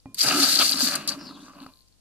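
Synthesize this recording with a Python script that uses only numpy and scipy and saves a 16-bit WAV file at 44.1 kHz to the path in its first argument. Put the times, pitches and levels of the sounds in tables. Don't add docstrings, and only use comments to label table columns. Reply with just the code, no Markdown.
import sys
import numpy as np
from scipy import signal
from scipy.fft import rfft, irfft
from scipy.io import wavfile
from scipy.ndimage import uniform_filter1d, map_coordinates

SR = 44100
rng = np.random.default_rng(int(sys.argv[2]) if len(sys.argv) > 2 else 0)


def voltage_ratio(level):
    return 10 ** (np.asarray(level, float) / 20)


def transcribe(signal):
    frames = np.atleast_2d(signal).T
    limited = np.clip(frames, -1, 1)
    pcm = np.round(limited * 32767).astype(np.int16)
    wavfile.write(sys.argv[1], SR, pcm)


N = 88420
T = np.arange(N) / SR

# (frequency [Hz], level [dB per Hz])
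ROOM_SPECTRUM = [(25, -1), (55, -9.5), (200, -9), (520, -16.5), (2000, -26.5), (4400, -18.5), (10000, -23),
                 (15500, -35.5)]
# (frequency [Hz], width [Hz])
PORT_MODES = [(4300, 307), (4680, 242)]
PORT_GAIN_DB = (10.5, -3.5)
# (time [s], level [dB], treble tilt [dB per octave], crack level [dB])
KNOCKS = [
    (0.0576, -34.5, -2, -73),
    (1.31, -54, 16, -35),
    (1.482, -51, 19, -37),
    (1.535, -63, 3, -41),
    (1.664, -37.5, 3, -32),
]
# (frequency [Hz], level [dB], T60 [s])
LADLE_MODES = [(115, -19.5, 0.21), (160, -14.5, 0.095), (267, -5, 0.18), (322, -43, 0.15),
               (593, -13.5, 0.051), (800, -3, 0.021), (1045, -25.5, 0.75), (1080, -43, 0.057),
               (1910, -27, 0.049), (2420, -28, .4)]
# (time [s], peak level [dB], centre [Hz])
TICKS = [(0.001, -51, 4750), (1.515, -58, 9000), (1.27, -38.5, 3020), (1.345, -53, 2730),
         (1.484, -45, 3600), (1.551, -44, 4500), (1.603, -38, 4120), (1.628, -40.5, 3980),
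         (1.666, -40.5, 5000), (1.694, -58, 4300), (1.737, -42, 4070), (1.757, -50, 4100),
         (1.772, -46, 4100), (1.79, -47, 4200), (1.807, -47, 4200), (1.821, -51, 4300), (1.877, -53, 4500),
         (1.883, -45.5, 5880), (1.885, -53.5, 9930), (1.925, -52, 4350), (1.93, -60, 4340),
         (1.985, -60.5, 4130)]
# (time [s], level [dB], decay [s])
SNAP = (1.884, -52, .0005)
# (time [s], level [dB], centre [Hz])
VENT = [
    (1.19, -65, 5200),
    (1.235, -56.5, 5050),
    (1.26, -50.5, 4720),
    (1.345, -55, 4050),
    (1.39, -59, 3150),
    (1.425, -57.5, 4027),
    (1.5, -72, 4260),
    (1.58, -92, 4150),
]
# (time [s], level [dB], share of deep thump [dB])
BOIL = [(0.17, -55, 15), (0.192, -51.5, -39), (0.246, -27, -5.5), (0.41, -26.5, -1), (0.5, -30, -6.5),
        (0.568, -31.5, -3), (0.61, -25, -12), (0.632, -27, -4.5), (0.692, -36, 1), (0.818, -30.5, 0),
        (0.936, -30.5, -4.5), (1.064, -40, 4), (1.128, -34.5, -0.5), (1.168, -45, 11), (1.532, -51.5, 4),
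        (1.644, -47.5, 3), (1.662, -57.5, 9.5), (1.8, -47.5, -6)]
# (time [s], level [dB], pitch [Hz], length [s])
GULPS = [
    (.25, -37, 130, .03),
    (.341, -24, 295, .03),
    (.362, -31, 365, .035),
    (.376, -24, 290, .008),
    (.396, -23, 270, .047),
    (.825, -22, 280, .019),
    (1.609, -37, 283, .026),
]
# (frequency [Hz], width [Hz], level [dB], drift over time [dB per s])
WALL_MODES = [(575, 47, -6.5, 4.5), (800, 230, -13.5, -12), (350.5, 150, -15.5, -12.5), (1042, 180, -2, 13),
              (1167, 45, -1, 6), (1283, 82, -5, -7), (1590, 190, -1.5, -2.5), (2663, 390, -3, -4.5)]
# (frequency [Hz], width [Hz], level [dB])
HOLLOW_MODES = [(98, 40, -23), (171, 37, -13), (201.6, 23.8, -12), (270.4, 21, -4.5)]
# (time [s], level [dB])
STEAM_FLOW = [(0.15, -49), (0.164, -56), (0.19, -27), (0.262, -29), (0.282, -24.5), (0.308, -32),
              (0.438, -24), (0.598, -27), (0.618, -23.5), (0.762, -34), (0.818, -24), (0.942, -34),
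              (0.952, -37), (1.01, -51.5), (1.073, -61), (1.077, -36), (1.18, -56.5), (2.0, -82.5)]
# (time [s], level [dB], length [s], centre [Hz])
SPURTS = [(0.1446, -25.5, 0.0024, 10500), (0.192, -37, 0.0081, 4660), (0.206, -15, 0.011, 5050),
          (0.227, -23, 0.0044, 4700), (0.242, -29, 0.0078, 4600), (0.262, -27, 0.006, 4510),
          (0.273, -29, 0.0055, 4400), (0.28, -19, 0.0098, 5400), (0.334, -39, 0.0035, 4600),
          (0.417, -24, 0.0032, 4380), (0.426, -20.5, 0.022, 4500), (0.487, -23, 0.0051, 4400),
          (0.492, -21, 0.0044, 4330), (0.517, -24.5, 0.012, 4350), (0.538, -23, 0.0066, 4400),
          (0.553, -17, 0.0087, 4520), (0.57, -20, 0.0059, 4200), (0.588, -16, 0.0084, 4550),
          (0.598, -19, 0.031, 3260), (0.626, -26.5, .011, 4700), (0.643, -24.5, 0.022, 4300),
          (0.692, -18.5, 0.0054, 4770), (0.712, -17.5, 0.0033, 12000), (0.719, -17, 0.0046, 4700),
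          (0.7273, -20, 0.0072, 4300), (0.7545, -26.5, 0.0059, 4530), (0.772, -28.5, 0.018, 5060),
          (0.818, -19, 0.011, 6200), (0.867, -25, 0.011, 4470), (0.894, -30, 0.0049, 4440),
          (0.937, -29, 0.0055, 4470), (0.953, -17.5, 0.0066, 7560), (0.958, -33, 0.0067, 4650),
          (1.0748, -17, 0.0028, 8600), (1.078, -25.5, 0.0071, 4660), (1.086, -18, 0.0075, 5700),
          (1.111, -38, 0.028, 4360), (1.402, -54, 0.098, 6350), (1.55, -64, 0.27, 10760),
          (1.612, -59.5, 0.027, 8300), (1.658, -61, 0.011, 8300), (0.975, -54, 0.0975, 4450)]
# (frequency [Hz], level [dB per Hz])
HISS_SPECTRUM = [(500, -51), (1500, -5.5), (2500, -2), (4500, 4.5), (7000, 5.5), (10000, -0.5),
                 (14000, -2.5), (16000, -30.5)]


def unit(x):
    return x / np.sqrt(np.mean(x ** 2))


def band(x, hz, width_hz):
    b, a = signal.iirpeak(min(hz, 0.4 * SR), hz / width_hz, fs=SR)
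    return signal.lfilter(b, a, x)


def colour(x, points):
    hz, db = np.array(points, float).T
    f = np.arange(N // 2 + 1) * SR / N + 1
    return irfft(rfft(x) * voltage_ratio(np.interp(np.log(f), np.log(hz), db)), N)


def curve(table, col):
    p = np.array(table, float)
    return np.interp(T, p[:, 0], p[:, col])


def walk(rate_hz):
    hold = int(SR / rate_hz)
    steps = np.repeat(rng.standard_normal(N // 20), hold)[:N]
    return unit(uniform_filter1d(uniform_filter1d(steps, hold), hold))


def grains(per_s, scatter_db, apart):
    fires = rng.random((3, N)) < per_s / SR
    size_db = np.minimum(scatter_db * rng.exponential(size=(3, N)), 12)
    g = fires * rng.standard_normal((3, N)) * voltage_ratio(size_db)
    share = np.clip(apart, 0, 1)
    return unit(np.sqrt(1 - share) * g[0] + np.sqrt(share) * g[1:])


def gate(start_s, length_s, attack_s, release_s):
    d = T - start_s
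    return np.clip(d / attack_s, 0, 1) * np.exp(-np.clip(d - length_s, 0, None) / release_s)


def room_floor():
    noise = [unit(colour(rng.standard_normal(N), ROOM_SPECTRUM)) for _ in range(2)]
    return np.array(noise) * voltage_ratio(-68 + 2.5)


def hum():
    phase = 2 * np.pi * 48.5 * T
    tone = voltage_ratio(-65) * (np.sin(phase) + voltage_ratio(-5) * np.sin(2 * phase))
    return tone * np.array([[1.6], [-0.3]])


def reflections(dry):
    t60_s, highpass_hz = 0.035, 2500
    d = T[:SR // 8]
    tails = rng.standard_normal((2, len(d))) * np.exp(-np.log(1000) * d / t60_s) * (d > 0.001)
    bright = signal.lfilter(*signal.butter(1, highpass_hz, "high", fs=SR), dry)
    return signal.fftconvolve(bright, unit(tails) / np.sqrt(len(d)), axes=1)[:, :N]


def microphone_ports(near):
    sway = voltage_ratio(2.5 * walk(14))
    low, high = PORT_MODES
    ports = []
    for side, db in zip(near, PORT_GAIN_DB):
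        ring = band(side, *low) * sway + band(side, *high) / sway
        ports.append(side + voltage_ratio(db) * ring)
    ports = np.array(ports)
    ports[1] += voltage_ratio(-5) * band(near[1], 9600, 3300)
    return ports


def knocks():
    out = 0
    rumble = band(band(rng.standard_normal(N), 160, 190), 170, 400)
    for s, db, tilt_db, crack_db in KNOCKS:
        d = np.clip(T - s, 0, None)
        for hz, mode_db, t60_s in LADLE_MODES:
            octaves = min(np.log2(hz / 1000), 2 * (1000 / hz - 1))
            decay = np.exp(-np.log(1000) * d / t60_s)
            out = out + voltage_ratio(db + mode_db + tilt_db * octaves) * np.sin(2 * np.pi * hz * d) * decay
        out = out + voltage_ratio(crack_db) * np.sin(2 * np.pi * 1250 * d) * np.exp(-d / 0.0019)
        out = out + voltage_ratio(db - 3 - 2 * tilt_db) * rumble * gate(s, 0.0014, 0.00032, 0.11)
    return out


def ticks():
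    snap_s, snap_db, decay_s = SNAP
    out = band(rng.standard_normal(N), 8000, 12000) * voltage_ratio(snap_db) * gate(snap_s, 0, 0.0001, decay_s)
    for s, db, hz in TICKS:
        t = np.clip(T - s, 0, None)
        shape = np.minimum(t * hz / 2, 1) ** 2 * np.exp(-t * hz / 1.88)
        out = out + voltage_ratio(db + 4) * np.sin(2 * np.pi * hz * t) * shape
    return out


def vent():
    hz = curve(VENT, 2) * (1 + 0.013 * walk(60))
    carrier = np.exp(2j * np.pi * np.cumsum(hz) / SR)
    flutter = walk(1600) + 1j * walk(1600)
    is_open = (T > VENT[0][0]) * (T < VENT[-1][0])
    return unit((carrier * flutter).real) * voltage_ratio(curve(VENT, 1) + 4.5 * walk(70)) * is_open


def pot_wall():
    pops = grains(5000, 3.5, 0.2) * voltage_ratio(1.74 * walk(60.09))
    out = 0
    for k, (hz, width_hz, db, drift_db) in enumerate(WALL_MODES):
        level_db = db + drift_db * (T - 1.13) + 1.5 * walk(23.77)
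        out = out + (-1) ** k * voltage_ratio(level_db) * band(pops, hz, width_hz) / np.sqrt(width_hz)
    return unit(out)


def pot_hollow():
    thumps = grains(2000, 4.9, 0.073) * voltage_ratio(walk(32))
    out = 0
    for hz, width_hz, db in HOLLOW_MODES:
        mode = band(band(thumps, hz, 2 * width_hz), hz, 2.68 * width_hz)
        out = out + voltage_ratio(db) * mode / np.sqrt(width_hz)
    return unit(out)


def boil():
    start_s, end_s = BOIL[0][0], 1.69
    mix = voltage_ratio(-2.21) * pot_wall() + voltage_ratio(curve(BOIL, 2) - 6) * pot_hollow()
    out = gate(start_s, end_s - start_s, 0.01, 0.025) * voltage_ratio(curve(BOIL, 1)) * mix
    wobble_s = np.cumsum(1 + 0.04 * walk(50)) / SR
    for s, db, hz, length_s in GULPS:
        shape = voltage_ratio(db + 1.2 * walk(70)) * gate(s, length_s, 0.006, 0.005)
        out = out + shape * np.sin(2 * np.pi * hz * wobble_s)
    return signal.sosfilt(signal.butter(3, 70, "high", fs=SR, output="sos"), out)


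def spurts():
    spray = grains(30000, 1.2, 0.2) * voltage_ratio(1.3 * walk(400))
    out = 0
    for s, db, length_s, hz in SPURTS:
        shape = gate(s, length_s, min(0.0015, length_s / 4), 0.00043)
        puff = band(band(spray, hz, hz ** 2 / 20000), hz, 1.8 * hz) * shape
        out = out + voltage_ratio(db - 6) * puff * np.sqrt(2 * np.sum(shape ** 2) / np.sum(puff ** 2))
    return out


def steam():
    fizz = colour(grains(11000, 4, 0.75) * voltage_ratio(1.3 * walk(110)), HISS_SPECTRUM)
    flicker = sum(0.15 * walk(80) * band(fizz, hz, 0.5 * hz) for hz in 1300 * 1.5 ** np.arange(7))
    flow = voltage_ratio(curve(STEAM_FLOW, 1) + 0.2) * (T > STEAM_FLOW[0][0])
    return unit(fizz + flicker) * flow + spurts()


def scene():
    dry = knocks() + ticks() + boil() + steam()
    lag_s = 0.00007
    late = voltage_ratio(0.08) * map_coordinates(dry[0], [np.arange(N) - lag_s * SR], mode="nearest")
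    near = np.array([late, dry[1]]) + voltage_ratio(-8) * reflections(dry)
    jet = voltage_ratio(np.array([[7], [3]])) * vent()
    return microphone_ports(near) + jet + room_floor() + hum()


def top_cut(x):
    return signal.sosfilt(signal.butter(12, 15740, fs=SR, output="sos"), x)


def record(dry):
    rounded = np.tanh(1.2 * dry) / 1.2
    lowpass = signal.ellip(7, 0.5, 38, 14750, fs=SR, output="sos")
    return top_cut(signal.sosfilt(lowpass, rounded))


dry = scene()
out = record(dry)
transcribe(out)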